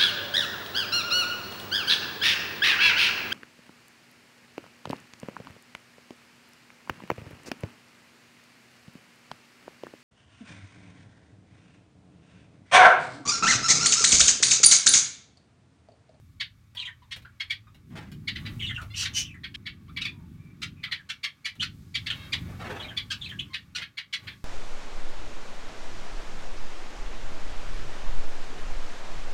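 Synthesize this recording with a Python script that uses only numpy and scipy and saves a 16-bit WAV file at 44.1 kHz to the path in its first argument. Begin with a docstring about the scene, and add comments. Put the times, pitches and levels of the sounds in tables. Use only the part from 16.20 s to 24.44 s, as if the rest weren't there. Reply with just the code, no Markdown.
"""Finches in a plastered room

Finches call close by: short arching chips, tumbling whistled phrases, nasal mews and two harsh screeches.
The voices are harmonic stacks on moving pitch tracks, shaded by throat, beak and breath noise.
Wings whirr as a bird flies across and feet tick on a ledge, all as shaped noise with wall echoes.
The hand-held microphone rumbles as it is moved, over faint room noise and hiss."""
import sys
import numpy as np
from scipy import signal
from scipy.fft import rfft, irfft, next_fast_len
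from scipy.io import wavfile
from scipy.ndimage import uniform_filter1d

SR = 44100
rng = np.random.default_rng(int(sys.argv[2]) if len(sys.argv) > 2 else 0)


def generate_wav(signal):
    """Clip the signal to [-1, 1] and save it as 16-bit WAV at the path in sys.argv[1]."""
    frames = np.transpose(np.atleast_2d(signal))
    scaled = np.clip(frames, -1, 1) * 32767
    pcm = np.round(scaled).astype(np.int16)
    wavfile.write(sys.argv[1], SR, pcm)


N = 363472
CALL_SIZE = 16384   # samples rendered per sound, echoes included
LEVEL_WINDOW_S = .035   # opening of a sound over which its level is set


def from_db(db):
    """Decibels to gain."""
    return 10 ** (np.asarray(db) / 20)


def rms_one(x):
    """Scale to unit rms."""
    return x / np.sqrt(np.mean(x ** 2) + 1e-20)


def in_time(rows):
    """Each level column of an automation table at every sample."""
    t, *columns = np.transpose(rows)
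    return [np.interp(np.arange(N) / SR, t, column) for column in columns]


def at_hz(points, hz):
    """Read a spectrum on a log-frequency axis."""
    f, value = np.transpose(points)
    return np.interp(np.log(np.maximum(hz, 1)), np.log(f), value)


def coloured_noise(spectrum, size):
    """Noise of unit rms with the given spectrum."""
    padded = next_fast_len(size)
    gain = from_db(at_hz(spectrum, np.fft.rfftfreq(padded, 1 / SR)))
    white = rfft(rng.standard_normal(padded))
    return rms_one(irfft(white * gain, padded)[:size])


def wobble(rate_hz):
    """Random unsteadiness over one call, slower than the given rate, spread 1."""
    lowpass = signal.butter(2, rate_hz, fs=SR, output="sos")
    return rms_one(signal.sosfilt(lowpass, rng.standard_normal(CALL_SIZE)))


def progress(length_s):
    """Runs from 0 to 1 while a call lasts, then holds."""
    return np.clip(np.arange(CALL_SIZE) / SR / max(length_s, .004), 0, 1)


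def glide(start, end, u):
    """Straight slide from start to end."""
    return start + (end - start) * u


def swell(u, edge):
    """Rounded rise and fall, each taking a share of the call."""
    return np.sin(np.pi / 2 * np.clip(np.minimum(u, 1 - u) / edge, 0, 1)) ** 2


def harmonics(pitch, level_db, count):
    """Harmonic stack on a pitch track; level_db(k, Hz) sets each partial."""
    phase = 2 * np.pi * np.cumsum(pitch) / SR
    voice = np.zeros(len(pitch))
    for k in range(1, count + 1):
        hz = k * pitch
        voice += from_db(level_db(k, hz)) * (hz < SR / 2) * np.sin(k * phase)   # no aliases
    return voice


# decay of the wall echoes, band by band: f/Hz, reverberation time/s
WALL_DECAY = [(500, 0.17), (2000, 0.14), (4000, 0.13), (8000, 0.09), (15000, 0.15)]
ECHO_DB = 4   # total echo energy against the direct sound


def room(x, build_s=0.00074, late_db=-27, late_t60=0.27):
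    """Direct sound plus dense wall echoes, different for every sound, and a faint late tail."""
    t, hz = np.arange(CALL_SIZE) / SR, np.fft.rfftfreq(CALL_SIZE, 1 / SR)
    white = rfft(rng.standard_normal(CALL_SIZE))
    centres = [f for f, t60 in WALL_DECAY]
    echoes = np.zeros(CALL_SIZE)
    for share, (f, t60) in zip(np.eye(len(centres)), WALL_DECAY):
        band = irfft(white * np.interp(hz, centres, share))
        early = 1000 ** (-t / t60)
        late = from_db(late_db) * 1000 ** (-t / late_t60)
        echoes += band * (early + late)
    echoes *= 1 - np.exp(-t / build_s)
    response = from_db(ECHO_DB) * echoes / np.linalg.norm(echoes)
    return x + signal.fftconvolve(x, response)[:CALL_SIZE]


def add(out, t, sound, level_db):
    """Place a sound so that its opening has the given rms level."""
    start = max(round(t * SR), 0)
    opening = np.sqrt(np.mean(sound[:round(LEVEL_WINDOW_S * SR)] ** 2) + 1e-20)
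    out[start:start + CALL_SIZE] += (from_db(level_db) / opening * sound)[:N - start]


# movement of the microphone: t/s, deep rumble level before trim/dB, flutter level before trim/dB
MIC_MOVEMENT = [(0.0, -50.0, -57.5), (0.33, -55.5, -63.0), (0.88, -55.5, -64), (1.0, -49.5, -57.0),
                (1.22, -59.0, -67.0), (1.28, -51.0, -68.0), (1.65, -53.5, -55.0), (1.73, -47, -38.5),
                (1.86, -46, -47), (1.95, -45, -38), (2.06, -45, -46), (2.23, -38, -39.5),
                (2.53, -36.5, -43.5), (2.58, -39.5, -53.5), (2.75, -40, -51), (3.03, -43.5, -45.5),
                (3.15, -47.5, -49), (3.62, -50, -50), (3.73, -46.0, -44.5), (4.24, -46.5, -45.5),
                (4.38, -56.5, -49.0), (4.44, -44.5, -41.5), (4.86, -58.0, -60.5), (5.16, -68.0, -62.5),
                (5.35, -57.0, -64.0), (5.4, -43.5, -43.0), (5.74, -49.0, -50.5), (5.79, -41.0, -47.0),
                (6.12, -46.5, -48.0), (6.2, -35.5, -37.5), (6.58, -45.5, -49.0), (7.0, -46, -51),
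                (7.21, -45.5, -42), (7.34, -54.0, -55.0), (7.63, -55.0, -54.0), (7.74, -64.0, -69.0),
                (7.94, -66.5, -65.5), (8.07, -45.5, -52.5), (8.24, -62.0, -59.0)]
# colour of the deep rumble: f/Hz, level/dB
RUMBLE_COLOUR = [(20, -22), (40, 1), (65, 4), (90, 12), (120, 9.5), (150, -8), (220, -42)]
# colour of the flutter above it: f/Hz, level/dB
FLUTTER_COLOUR = [(90, -25), (145, 6.5), (200, 0.5), (300, -8), (400, -18), (550, -46.5), (900, -68)]


def handling(rumble_trim_db=-2.0, flutter_trim_db=-2.6, evenness=1.0):
    """Low rumble and flutter of the moving microphone, their strength following the movement."""
    def steady(spectrum):
        """Noise with its own swells ironed out."""
        noise = coloured_noise(spectrum, N)
        power = uniform_filter1d(noise ** 2, size=3000) + 1e-6
        return rms_one(noise / power ** (evenness / 2))

    rumble_db, flutter_db = in_time(MIC_MOVEMENT)
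    rumble = from_db(rumble_db + rumble_trim_db) * steady(RUMBLE_COLOUR)
    flutter = from_db(flutter_db + flutter_trim_db) * steady(FLUTTER_COLOUR)
    return rumble + flutter


# background bed: t/s, room noise level/dB, hiss level/dB
BED_LEVELS = [(0, -72, -76), (1.24, -68, -76), (1.67, -71, -77), (2.08, -66, -73), (2.27, -51, -66),
              (2.45, -62, -68), (2.7, -63, -72), (2.94, -55, -71), (3.1, -67, -76.5), (4.4, -65.5, -75.5),
              (5.3, -67, -74), (5.78, -68, -66), (5.94, -49.5, -61.5), (6.4, -54, -64), (6.61, -49, -67),
              (6.89, -60, -67), (7.1, -57, -64.5), (7.5, -66, -73), (7.87, -70, -77), (8.08, -53, -65),
              (8.24, -70, -69)]
# colour of the room noise ahead of the resonances: f/Hz, level/dB
ROOM_NOISE_COLOUR = [(300, 7.5), (550, -1.5), (1000, 3.5), (1500, 0.5), (2400, 1.5), (3500, -4),
                     (5000, -17.5), (8000, -19.5)]
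# colour of the hiss: f/Hz, level/dB
HISS_COLOUR = [(2500, -0.5), (4500, 4.5), (7000, 1), (10000, -5), (13000, -3), (16000, -14)]


def background():
    """Faint noise, ridged by the resonances of the room, and a smooth hiss."""
    room_db, hiss_db = in_time(BED_LEVELS)
    resonances = room(signal.unit_impulse(CALL_SIZE))
    noise = coloured_noise(ROOM_NOISE_COLOUR, N + CALL_SIZE - 1)
    air = rms_one(signal.fftconvolve(noise, resonances, "valid"))
    return from_db(room_db) * air + from_db(hiss_db) * coloured_noise(HISS_COLOUR, N)


# chips: t/s, length/s, pitch that scales the arch f/Hz, level before trim/dB,
# upper throat resonance/dB, treble from the open beak/dB, odd harmonics at the start/dB
CHIP_CALLS = [(.198, .022, 1144, -29.5, 4.5, 3, -11), (.908, .029, 1087, -35.5, 1.5, 10, 3),
              (1.198, .019, 1106, -30.7, .3, 2.5, -11), (1.297, .023, 1168, -27.5, .5, 3.2, -16),
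              (2.073, .019, 1101, -28.5, 2.5, 2, -25), (2.153, .02, 1005, -36.5, -1, 0, -13),
              (2.25, .032, 1016, -38.5, -1.6, 1, -6), (2.846, .023, 1035, -30.5, 1, 8, -21),
              (3.234, .022, 1062, -36.5, -1, -5, -21), (3.342, .018, 1103, -39, 1, 3, 8),
              (3.455, .026, 1124, -35, -.5, -3, -25), (3.762, .022, 1158, -32, -2, -2.5, -34),
              (3.807, .023, 1432, -31.5, 4, 8, -28), (3.841, .027, 1266, -30.5, 2, 3, -30),
              (4.416, .028, 1400, -32.5, .5, 11, 2), (4.631, .019, 1138, -32.5, -3, -3, -16),
              (4.712, .024, 1144, -28.5, 0, .5, -21), (4.889, .024, 1530, -32.5, -2, 9.5, 1),
              (5.03, .024, 1172, -28.5, .5, 6.5, -14), (5.244, .027, 1174, -30, -.5, 8, -40),
              (5.415, .027, 1530, -28.5, 3.8, 12, 3.5), (5.741, .026, 1170, -27.5, 4.5, 8, -12),
              (5.861, .016, 1144, -31.5, 2.5, 5, -20), (5.897, .023, 1457, -33.5, -2, -12, 2),
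              (6.121, .021, 1225, -26, 4.8, 8.5, -23), (6.764, .029, 1148, -28, 2.5, 4, -4),
              (6.901, .03, 1617, -29.5, 4, 14, 5.5), (7.332, .025, 1130, -31.5, .8, 2, -10),
              (7.548, .024, 1500, -31.5, 4.5, 12.5, 3.5), (7.576, .019, 1094, -38.5, -3, 8, -5),
              (7.61, .031, 1083, -35.5, -4.5, -4, 6), (7.77, .026, 1130, -33, .3, 1, -20),
              (7.926, .024, 1139, -28.5, 2, 8.5, 3.5), (8.069, .027, 1070, -38, -3, -4, 8)]
# pitch arch of one chip: share of its length, pitch ratio before the random bend
PITCH_ARCH = [(0, .82), (.22, .99), (.42, 1.01), (.6, .87), (0.802, .7), (1, 0.462)]
# the bird's throat and beak, shared with the mews: f/Hz, level/dB
THROAT_COLOUR = [(500, -66), (1000, -28.5), (1350, -6.5), (1800, 2.5), (2300, 1.5), (2750, 1), (3300, 3),
                 (4000, 0), (4700, -6.5), (5600, -18.5), (7000, -25.5), (9000, -29.5), (12000, -35),
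                 (15500, -36)]
BREAK_S = 3.361   # chips begun before this moment stop dead here, echoes included
CHIP_JITTER = .036   # pitch jitter share once broken; half of it before
CLEAN_ODD_DB = -14   # odd-harmonic level at which the breath has its nominal level
# the hardest push comes at this share of a chip, later when the beak is wide
PUSH_SHARE, PUSH_PER_TREBLE_DB = .42, .01


def chips(breath_db=-12, harsh_breath=0.73, shimmer=0.34, start_force=.38, release_force=0.41,
          arch_spread=0.1983, top_share=0.2, lowest_hz=850, trim_db=-1.0):
    """The syrinx flicks up and down in pitch; at the hardest push it breaks an octave down and turns rough."""
    out = np.zeros(N)
    chip_highpass = signal.butter(2, lowest_hz, "highpass", fs=SR, output="sos")   # chips carry nothing below this
    for t, length, top_hz, level_db, upper_db, treble_db, odd_db in CHIP_CALLS:
        u = progress(length)
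        push = np.clip(PUSH_SHARE + PUSH_PER_TREBLE_DB * treble_db, .2, .75)
        force = np.interp(u, [0, push / 3, push * 2 / 3, push, (1 + push) / 2, 1],
                          [0, start_force, .5, 1, release_force, 0])
        unbroken = np.clip(2 - 2 * u / push, 0, 1)   # odd harmonics lose their offset as this falls to 0
        beak = [(2300, 0.0038), (3300, upper_db), (4800, upper_db),
                (5600, treble_db), (8500, treble_db), (12000, top_share * treble_db)]
        throat = [(hz, db + at_hz(beak, hz)) for hz, db in THROAT_COLOUR]
        bend = 1 + arch_spread * rng.standard_normal()   # no two chips bend alike
        arch = np.interp(u, *np.transpose(PITCH_ARCH)) ** bend
        pitch = top_hz * arch * (1 + CHIP_JITTER * (1 - unbroken / 2) * wobble(640))
        voice = harmonics(pitch, lambda k, hz: at_hz(throat, hz) + k % 2 * odd_db * unbroken, count=13)
        # a chip that is broken from its very start is also the noisier one
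        rasp_db = breath_db + harsh_breath * (odd_db - CLEAN_ODD_DB)
        rasp = from_db(rasp_db) * coloured_noise(throat, CALL_SIZE)
        sound = room((voice * (1 + shimmer * wobble(405)) + rasp) * force)
        sound = signal.sosfilt(chip_highpass, sound)
        if t < BREAK_S:
            sound = sound * (t + np.arange(CALL_SIZE) / SR < BREAK_S)
        add(out, t, sound, level_db + trim_db)
    return out


# claws and beaks ticking: t/s, level/dB
TICK_HITS = [(0.549, -53.5), (0.962, -49), (1.020, -63), (1.546, -60.5), (1.917, -53), (2.615, -50),
             (5.354, -60.5), (7.09, -53), (8.038, -60)]
# colour of a tick: f/Hz, level/dB
TICK_SPECTRUM = [(300, 4.5), (1000, -2), (3000, 6.5), (6000, -7.5), (10000, -9), (15000, -14)]


def ticks(decay_s=0.0069):
    """Brief dry contacts on plaster: noise that dies away exponentially."""
    out = np.zeros(N)
    decay = np.exp(-np.arange(CALL_SIZE) / SR / decay_s)
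    for t, level_db in TICK_HITS:
        add(out, t, room(coloured_noise(TICK_SPECTRUM, CALL_SIZE) * decay), level_db)
    return out


# nasal, many-lined notes: t/s, length/s, start f/Hz, end f/Hz, level/dB,
# fundamental boost/dB, pitch jitter share
MEW_NOTES = [(.552, .144, 978, 980, -54, 31.5, .03), (.82, .017, 1054, 855, -59.5, 42, .04),
             (1.049, .009, 1300, 1580, -49.5, 21, .04), (1.47, .012, 1320, 1190, -59.5, 30, .04),
             (2.7, .066, 680, 750, -51.5, 12, .0055), (3.68, .02, 1000, 1280, -55, 25, .04),
             (5.92, .164, 544, 536, -53, 25, .019), (7.295, .036, 1070, 1050, -56, 33, .015),
             (8.115, .022, 900, 810, -57, 22, .022)]


def mews(edge=0.081):
    """Soft notes with a low pitch and many harmonics, coloured by the throat."""
    out = np.zeros(N)
    for t, length, start_hz, end_hz, level_db, fundamental_db, jitter in MEW_NOTES:
        u = progress(length)
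        pitch = glide(start_hz, end_hz, u) * (1 + jitter * wobble(300))
        voice = harmonics(pitch, lambda k, hz: at_hz(THROAT_COLOUR, hz) + fundamental_db * (k == 1), count=12)
        add(out, t, room(voice * swell(u, edge)), level_db)
    return out


# tumbling phrase, five falling notes hopping between two registers, before each singing scales it:
# t from its start/s, length/s, start f/Hz, end f/Hz, relative level/dB
PHRASE_SHAPE = [(0, .035, 3400, 3020, 0), (.028, .024, 4050, 3700, -4.5), (.046, .021, 2850, 2150, -5),
                (.08, .023, 3330, 2950, -4), (.099, .029, 1980, 1620, -7)]
# each singing of it: t/s, duration factor, high-register pitch factor, low-register pitch factor,
# level before trim/dB
PHRASE_TAKES = [(.569, 1.0, .99, 1.04, -33.5), (2.419, 1.56, .91, .78, -31.5), (6.592, 1.12, 1.0, .89, -39),
                (7.011, 1.02, 1.02, .96, -37)]
REGISTER_SPLIT_HZ = 3100   # notes starting above this belong to the high register
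NOTE_STRETCH = .45   # power of the phrase's duration factor by which its notes lengthen


def phrase_notes():
    """The one phrase, sung slower or faster, each of its two registers a little higher or lower."""
    notes = []
    for t, stretch, high, low, level_db in PHRASE_TAKES:
        for after, length, start_hz, end_hz, note_db in PHRASE_SHAPE:
            shift = high if start_hz > REGISTER_SPLIT_HZ else low
            note_length = length * stretch ** NOTE_STRETCH
            notes.append((t + after * stretch, note_length,
                          start_hz * shift, end_hz * shift, level_db + note_db))
    return notes


# single whistled notes, near and far: t/s, length/s, start f/Hz, end f/Hz, level before trim/dB
SINGLE_WHISTLES = [(.56, .017, 4570, 4400, -53.8), (2.393, .014, 2750, 3320, -38.5),
                   (2.405, .017, 2340, 1970, -41.3), (2.488, .025, 3500, 2900, -37),
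                   (2.738, .018, 2850, 2940, -39.5), (2.823, .017, 1880, 1180, -44),
                   (3.045, .027, 3070, 2930, -43.5), (3.084, .032, 2670, 2390, -48.4),
                   (3.141, .014, 2075, 1750, -50), (3.861, .035, 2620, 2385, -43),
                   (3.9, .16, 1047, 850, -68), (4.18, .15, 2353, 2347, -69), (4.562, .11, 2495, 2400, -62),
                   (4.677, .022, 1360, 1170, -53.5), (4.762, .048, 1960, 1634, -52.5),
                   (5.393, .023, 2586, 3550, -29), (5.902, .011, 3140, 3084, -30),
                   (6.135, .02, 1020, 900, -52), (7.187, .012, 2544, 3520, -32.5),
                   (7.197, .009, 3500, 2300, -37)]
# airy rasp that rides on the whistles: f/Hz, level/dB
WHISTLE_AIR = [(800, -14), (2000, 2), (4000, 1), (5000, -18), (6500, -1), (9000, -5.5), (11000, -23),
               (15000, -25)]


def whistles(jitter=0.042, shimmer=0.46, overtone_db=-27, rasp_db=-24, octave_db=12, edge=0.11, trim_db=-1.0):
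    """Nearly pure, quavering notes that slide and hop between two registers, louder where they are higher."""
    out = np.zeros(N)
    for t, length, start_hz, end_hz, level_db in phrase_notes() + list(SINGLE_WHISTLES):
        u = progress(length)
        slide = glide(start_hz, end_hz, u)
        height_gain = from_db(octave_db * np.log2(slide / start_hz))
        force = swell(u, edge) * height_gain * (1 + shimmer * wobble(280))
        if end_hz > start_hz:
            force = force * np.minimum(.15 + 1.3 * u, 1)   # rising notes swell from a soft start
        pitch = slide * (1 + jitter * wobble(490))
        voice = harmonics(pitch, lambda k, hz: overtone_db * np.log2(k), count=4)
        rasp = from_db(rasp_db) * coloured_noise(WHISTLE_AIR, CALL_SIZE)
        add(out, t, room((voice + rasp) * force), level_db + trim_db)
    return out


# bursts of wing beats: t of the loudest beat/s, beats before it, beats after it, level/dB,
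# rise per beat/dB, fall per beat/dB, brightness/dB per octave
WING_BURSTS = [(1.75, 1, 2, -44, 16, 8, 1.2), (2.604, 0, 0, -53, 0, 0, 0), (6.27, 0, 1, -51, 0, 4, -1.5),
               (6.489, 2, 4, -36.5, 2.7, 4, 0), (7.57, 0, 0, -55, 0, 0, 0)]
BEAT_PERIOD_S, STROKE_S = .05, .043


def wing_beats():
    """Evenly spaced strokes that grow as the bird nears and fade as it leaves."""
    beats = []
    for t, before, after, level_db, rise_db, fall_db, tilt_db in WING_BURSTS:
        for k in range(-round(before), round(after) + 1):
            beat_db = level_db + min(k * rise_db, -k * fall_db)
            beats.append((t + k * BEAT_PERIOD_S, beat_db, tilt_db))
    return beats


# colour of a wing stroke before its brightness tilt: f/Hz, level/dB
WING_SPECTRUM = [(150, -3.5), (400, -1), (620, -1), (725, 0.5), (850, -1), (1100, -5.5), (1700, -3.5),
                 (2700, -9), (4500, -19.5), (8000, -28), (15000, -42.5)]


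def wings(grain=0.33, grain_hz=160):
    """Each stroke is a puff of air, roughened by the feathers."""
    out = np.zeros(N)
    for t, level_db, tilt_db in wing_beats():
        colour = [(hz, db + tilt_db * np.log2(hz)) for hz, db in WING_SPECTRUM]
        puff = coloured_noise(colour, CALL_SIZE) * (1 + grain * wobble(grain_hz))
        add(out, t, room(puff * swell(progress(STROKE_S), 0.16)), level_db)
    return out


# screeches: t/s, length/s, pitch f/Hz, level before trim/dB, second harmonic/dB, half-pitch rasp/dB
SCREECH_CALLS = [(2.744, 0.12, 2885, -33.5, 0, -3), (2.927, 0.11, 2990, -31, 3.5, -8)]


def screeches(jitter=0.068, third_db=-13, fourth_db=-21, shimmer=1.0, edge=0.42, trim_db=-4):
    """Forced hard, the syrinx turns chaotic: pitch and strength shake, and a half-pitch rasp fills the gaps."""
    out = np.zeros(N)
    for t, length, pitch_hz, level_db, second_db, rasp_db in SCREECH_CALLS:
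        # partials of the half pitch: every second one is a harmonic of the screech itself
        partial_db = [-32, 0, rasp_db, second_db, rasp_db - 7, third_db, rasp_db - 32.5, fourth_db, -32, -29]
        half_pitch = pitch_hz / 2 * (1 + jitter * wobble(700))
        voice = harmonics(half_pitch, lambda k, hz: partial_db[k - 1], count=10)
        voice = voice * (1 + shimmer * wobble(446))
        add(out, t, room(voice * swell(progress(length), edge)), level_db + trim_db)
    return out


def scene():
    """All birds and noises at one microphone."""
    birds = chips() + ticks() + mews() + whistles() + wings() + screeches()
    return (handling() + background() + birds)[None]


def record(dry, cutoff_hz=15900):
    """The top is cut steeply."""
    return signal.sosfilt(signal.ellip(12, .1, 70, cutoff_hz, fs=SR, output="sos"), dry)


dry = scene()
out = record(dry)
generate_wav(out)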